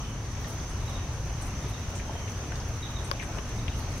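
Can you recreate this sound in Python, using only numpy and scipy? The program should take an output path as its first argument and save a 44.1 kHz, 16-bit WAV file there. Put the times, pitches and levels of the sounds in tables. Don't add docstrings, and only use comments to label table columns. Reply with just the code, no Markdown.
import sys
import numpy as np
from scipy import signal
from scipy.fft import rfft, irfft, next_fast_len
from scipy.io import wavfile
from scipy.ndimage import uniform_filter1d, map_coordinates

SR = 44100
rng = np.random.default_rng(int(sys.argv[2]) if len(sys.argv) > 2 else 0)


def unload_audio(sound):
    columns = np.transpose(np.atleast_2d(sound))
    steps = np.round(np.clip(columns, -1, 1) * 32767)
    wavfile.write(sys.argv[1], SR, steps.astype(np.int16))


N = 176400

# frequency in Hz, relative density in dB.
RUMBLE_SPECTRUM = [(10, -34), (20, -9), (35, -3), (57, 1), (72, -2.5), (88, 1), (100, -3), (114, -0.34),
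                   (140, -6), (170, -13), (240, -16), (400, -34.5), (800, -70)]
AIR_SPECTRUM = [(100, -11), (250, 1.5), (400, -1), (600, -3), (1120, -4.5), (1700, -9), (2700, -11),
                (4000, -16), (5200, -16), (7100, -20), (8000, -24.5), (10500, -27.5), (13000, -32.5),
                (15800, -37)]
FIZZ_SPECTRUM = [(2000, -15), (5000, -8), (8000, 3), (11000, -1), (15800, -13)]
CHORUS_SPECTRUM = [(4900, -36), (5400, -12.5), (5700, -5.5), (5950, -4.5), (6130, -0.5), (6280, -1),
                   (6400, -5.5), (6520, -12), (6700, -35)]
# frequency in Hz, side minus mid in dB.
STEREO_WIDTH = [(60, -26.5), (120, -21), (190, -17.5), (270, -18), (380, -13.5), (640, -12), (860, -7.5),
                (1250, -8), (1650, -5), (2500, -1.5), (4300, -1), (6000, -0.5), (7200, 1), (10000, 0.5),
                (15000, 0)]
# time in seconds, gain in dB.
BACKGROUND_SWELL = [(0, -1.5), (.25, -2), (.5, 0.5), (1.15, -0.8), (1.5, 0), (2.2, -0.3), (2.9, -0.34),
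                    (4, .5)]
# start in seconds, level in dB, centre in Hz, width in octaves,
# T60 in seconds.
KNOCK_BURSTS = [(.445, -38, 1900, .1, .06), (.443, -41, 3900, .2, .03), (.598, -46, 4400, .2, .05),
                (1.995, -42, 2100, .3, 0.15), (2.095, -28, 740, .45, .024), (2.154, -35.5, 780, .4, .04),
                (2.275, -43, 2500, .5, .12), (2.519, -31.5, 1290, .8, .04), (2.555, -40.5, 4000, .5, .05),
                (2.6, -41.5, 5200, .25, 0.076), (3.195, -35.5, 2250, .28, .13),
                (3.222, -35.5, 1700, 0.8, .1), (3.345, -35.5, 900, 0.98, .05),
                (3.37, -37.5, 515, 0.83, 0.17), (3.383, -30.5, 900, 0.77, 0.037),
                (3.384, -36, 2700, .35, 0.044), (3.68, -29.5, 2700, 0.41, 0.035)]
# start in seconds, level in dB, centre in Hz, width in octaves,
# fade time in seconds.
RUSTLE_BURSTS = [(.4, -58, 14000, .3, .04), (0.473, -51.5, 10000, .4, 0.053), (.69, -54, 9000, .3, .04),
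                 (.88, -57, 11000, .4, 0.04), (1.41, -46.5, 8800, 0.32, 0.036),
                 (1.45, -50.5, 9000, 0.45, 0.043), (1.68, -51.5, 9500, .45, 0.036),
                 (1.948, -44, 6800, .4, 0.04), (3.039, -47.5, 8600, 0.24, 0.035),
                 (3.222, -51, 8400, 0.34, 0.036), (3.775, -52.5, 10500, .35, 0.047)]
# frequency in Hz, relative level in dB, T60 in seconds.
CLICK_RING_MODES = [(549, -16.5, 0.052), (1084, -5, 0.028), (1610, -2.5, 0.0085), (2250, -10, 0.01),
                    (3280, -6, 0.0041), (4530, -5.5, 0.0073), (5200, -5, 0.0061), (9600, -13, 0.0028),
                    (13000, -16, .002)]
# start in seconds, pitch in Hz, level before echo in dB, left minus right in dB.
BIRD_CHIPS = [(.875, 3830, -42, -3), (.951, 3770, -42.5, -1), (1.62, 3720, -48, 0),
              (1.735, 3744, -46.5, -1), (2.824, 3795, -37, -3), (2.961, 3780, -40, -7),
              (3.583, 3780, -46.5, -2), (3.69, 3740, -43.5, 0)]
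# start and length in seconds, first and last pitch in Hz,
# level before echo in dB.
BIRD_WHISTLES = [(-.08, .19, 3150, 2960, -57), (2.05, 0.22, 3196, 2985, -57.5),
                 (3.71, 0.041, 3030, 2780, -52.5), (3.792, .025, 4500, 4270, -54)]
# pitch in Hz, level in dB, left minus right in dB.
NEAR_INSECTS = [(5700, -63, 1), (5940, -61, -1), (6100, -59.5, 0), (6400, -61, 3)]
# time in seconds, base level in dB.
CHORUS_ENVELOPE = [(0, -50), (.25, -53), (.45, -48), (1.2, -49.5), (2, -49), (3, -50), (4, -49)]

RUMBLE_DB, RUMBLE_PAN_DB, AIR_DB, AIR_PAN_DB = -33.5, .83, -41.5, .4
FIZZ_DB, FIZZ_RATE_HZ, FIZZ_SWING_DB, FIZZ_GRAIN_DB = -66.5, 30, 3.5, 2.5
TICKS_PER_S, TICK_DB, TICK_SCATTER_DB = 14, -53.5, 2.5
TICK_HZ, TICK_OCTAVES, TICK_T60_S = 6500, .75, .055
HAND_PAN_DB, KNOCK_ATTACK_S, RUSTLE_ATTACK_S, RUSTLE_GRAIN_DB = 6, .001, .0063, 1.5
CLICK_START_S, CLICK_GAIN_DB, CLICK_PAN_DB, CLICK_RIGHT_LAG_S = 3.1138, -16.5, 10, .000292
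CHIP_S, CHIP_FALL_HZ, CHIP_ECHO_DB, CHIP_JITTER_RAD = .015, 110, 1.5, .35
SLUR_S, SLUR_FALL_HZ, SLUR_GAIN_DB = .0298, 550, -11.5
TREES_T60_S, WHISTLE_ECHO_DB, WHISTLE_JITTER_RAD = .63, 8, .64
INSECT_HALF_WIDTH_HZ = 14
PULSE_HZ, PULSE_DEPTH, SURGE_HZ, SURGE_DB, CHORUS_PAN_DB = 84.8, .17, 3.2, .6, -1.6
TOP_HZ = 15800


def amp(db):
    return 10 ** (np.asarray(db) / 20)


def unit_rms(x):
    return x / np.sqrt(np.mean(x ** 2) + 1e-20)


def pan(db):
    return amp(np.array([[db], [-db]]) / 2)


def gain_at(rows, hz):
    row_hz, row_db = np.transpose(rows)
    return amp(np.interp(np.log(hz + 1), np.log(row_hz + 1), row_db))


def curve(rows):
    return np.interp(np.arange(N) / SR, *np.transpose(rows))


def wobble(rate_hz):
    knots = rng.standard_normal(int(N * rate_hz / SR) + 4)
    return map_coordinates(knots, [np.arange(N) * rate_hz / SR])


def filtered(x, response):
    n = x.shape[-1]
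    n_fft = next_fast_len(n + 8192)
    return irfft(rfft(x, n_fft) * response(np.fft.rfftfreq(n_fft, 1 / SR)), n_fft)[..., :n]


def add(out, start_s, x):
    i = round(start_s * SR)
    x = x[:, max(-i, 0):N - i]
    out[:, max(i, 0):max(i, 0) + x.shape[1]] += x


def diffuse(pair, response):
    def mid_side_gains(hz):
        angle = np.arctan(gain_at(STEREO_WIDTH, hz))
        return response(hz) * np.array([np.cos(angle), np.sin(angle)])
    mid, side = filtered(pair, mid_side_gains)
    return unit_rms(np.array([mid + side, mid - side]))


def noise_bed(spectrum, patchy_db):
    bins = signal.stft(rng.standard_normal((2, N)), nperseg=512)[2]
    patches = uniform_filter1d(rng.standard_normal(bins.shape[1:]), size=5, axis=0)
    patches = uniform_filter1d(patches, size=12, axis=1)
    pair = signal.istft(bins * amp(patchy_db * unit_rms(patches)), nperseg=512)[1][:, :N]
    return diffuse(pair, lambda hz: gain_at(spectrum, hz))


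def noise_band(centre_hz, octaves):
    def resonance(hz):
        detune = np.log2((hz + 1) / centre_hz) / octaves
        return 1 / (1 + detune ** 2 / 2) ** 2
    t = np.arange(SR // 4) / SR
    return t, diffuse(rng.standard_normal((2, len(t))), resonance)


def background():
    swell_db = curve(BACKGROUND_SWELL)
    rumble = amp(RUMBLE_DB + swell_db + .46 * wobble(5.03)) * noise_bed(RUMBLE_SPECTRUM, patchy_db=.3)
    air = amp(AIR_DB + swell_db + .3 * wobble(14)) * noise_bed(AIR_SPECTRUM, patchy_db=1.38)
    return pan(RUMBLE_PAN_DB) * rumble + pan(AIR_PAN_DB) * air


def fizz():
    level_db = FIZZ_DB + FIZZ_SWING_DB * wobble(FIZZ_RATE_HZ) + FIZZ_GRAIN_DB * wobble(900)
    return amp(level_db) * noise_bed(FIZZ_SPECTRUM, patchy_db=1.5)


def ticks():
    out = np.zeros((2, N))
    count = int(TICKS_PER_S * N / SR)
    starts_s = rng.uniform(0, N / SR, count)
    for start_s, (strength, colour) in zip(starts_s, rng.standard_normal((count, 2))):
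        t, noise = noise_band(TICK_HZ * 2 ** (colour / 2), TICK_OCTAVES)
        add(out, start_s, amp(TICK_DB + TICK_SCATTER_DB * strength - 60 * t / TICK_T60_S) * noise)
    return out


def handling():
    out = np.zeros((2, N))
    for start_s, db, hz, octaves, t60_s in KNOCK_BURSTS:
        t, noise = noise_band(hz, octaves)
        attack = 1 - np.exp(-t / KNOCK_ATTACK_S)
        add(out, start_s, attack * amp(db - 60 * t / t60_s) * noise)
    for start_s, db, hz, octaves, fade_s in RUSTLE_BURSTS:
        t, noise = noise_band(hz, octaves)
        grain_db = RUSTLE_GRAIN_DB * wobble(494)[:len(t)]
        attack = 1 - np.exp(-t / RUSTLE_ATTACK_S)
        fade = np.exp(-(t / fade_s) ** 2)
        add(out, start_s, amp(db + grain_db) * attack * fade * noise)
    return pan(HAND_PAN_DB) * out


def click():
    t = np.arange(SR // 10) / SR
    age_s = np.maximum(t - np.array([[0], [CLICK_RIGHT_LAG_S]]), 0)
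    ring = sum((-1) ** k * amp(db - 60 * age_s / t60_s) * np.sin(2 * np.pi * hz * age_s)
               for k, (hz, db, t60_s) in enumerate(CLICK_RING_MODES))
    out = np.zeros((2, N))
    add(out, CLICK_START_S, amp(CLICK_GAIN_DB) * pan(CLICK_PAN_DB) * ring)
    return out


def tree_echo(call, echo_db):
    t = np.arange(SR // 2) / SR
    tail = rng.standard_normal((2, len(t))) * amp(-60 * t / TREES_T60_S)
    impulse = amp(echo_db) * tail / np.linalg.norm(tail[0])
    impulse[:, 0] += 1
    return signal.fftconvolve(call[None], impulse, axes=1)


def bird_note(length_s, first_hz, last_hz, jitter_rad=0):
    progress = np.linspace(0, 1, int(length_s * SR))
    pitch_hz = first_hz + (last_hz - first_hz) * progress
    phase = 2 * np.pi * np.cumsum(pitch_hz) / SR + jitter_rad * wobble(302)[:len(progress)]
    return np.sqrt(np.abs(np.sin(np.pi * progress))) * np.sin(phase)


def birds():
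    out = np.zeros((2, N))
    for start_s, hz, db, pan_db in BIRD_CHIPS:
        end_hz = hz - CHIP_FALL_HZ / 2
        chip = bird_note(CHIP_S, end_hz + CHIP_FALL_HZ, end_hz, CHIP_JITTER_RAD)
        slur = amp(SLUR_GAIN_DB) * bird_note(SLUR_S, end_hz, end_hz - SLUR_FALL_HZ)
        call = np.concatenate([chip, slur])
        add(out, start_s, amp(db) * pan(pan_db) * tree_echo(call, CHIP_ECHO_DB))
    for start_s, length_s, first_hz, last_hz, db in BIRD_WHISTLES:
        whistle = bird_note(length_s, first_hz, last_hz, WHISTLE_JITTER_RAD)
        add(out, start_s, amp(db) * tree_echo(whistle, WHISTLE_ECHO_DB))
    return out


def near_insects():
    out = np.zeros((2, N))
    for pitch_hz, db, pan_db in NEAR_INSECTS:
        noise = rng.standard_normal((2, N))
        song = diffuse(noise, lambda hz: 1 / (1 + ((hz - pitch_hz) / INSECT_HALF_WIDTH_HZ) ** 2))
        out += amp(db) * pan(pan_db) * song
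    return out


def insect_chorus():
    t = np.arange(N) / SR
    rate_hz = PULSE_HZ * (1 + .025 * wobble(8))
    pulses = 1 + PULSE_DEPTH * np.sin(2 * np.pi * np.cumsum(rate_hz) / SR)
    surge_db = SURGE_DB * np.sin(2 * np.pi * SURGE_HZ * t + wobble(1))
    level_db = curve(CHORUS_ENVELOPE) + surge_db + .5 * wobble(30)
    return pan(CHORUS_PAN_DB) * amp(level_db) * pulses * noise_bed(CHORUS_SPECTRUM, patchy_db=.6)


def scene():
    garden = background() + insect_chorus() + near_insects() + birds()
    return garden + click() + handling() + fizz() + ticks()


def record(dry):
    return filtered(dry, lambda hz: hz < TOP_HZ)


dry = scene()
out = record(dry)
unload_audio(out)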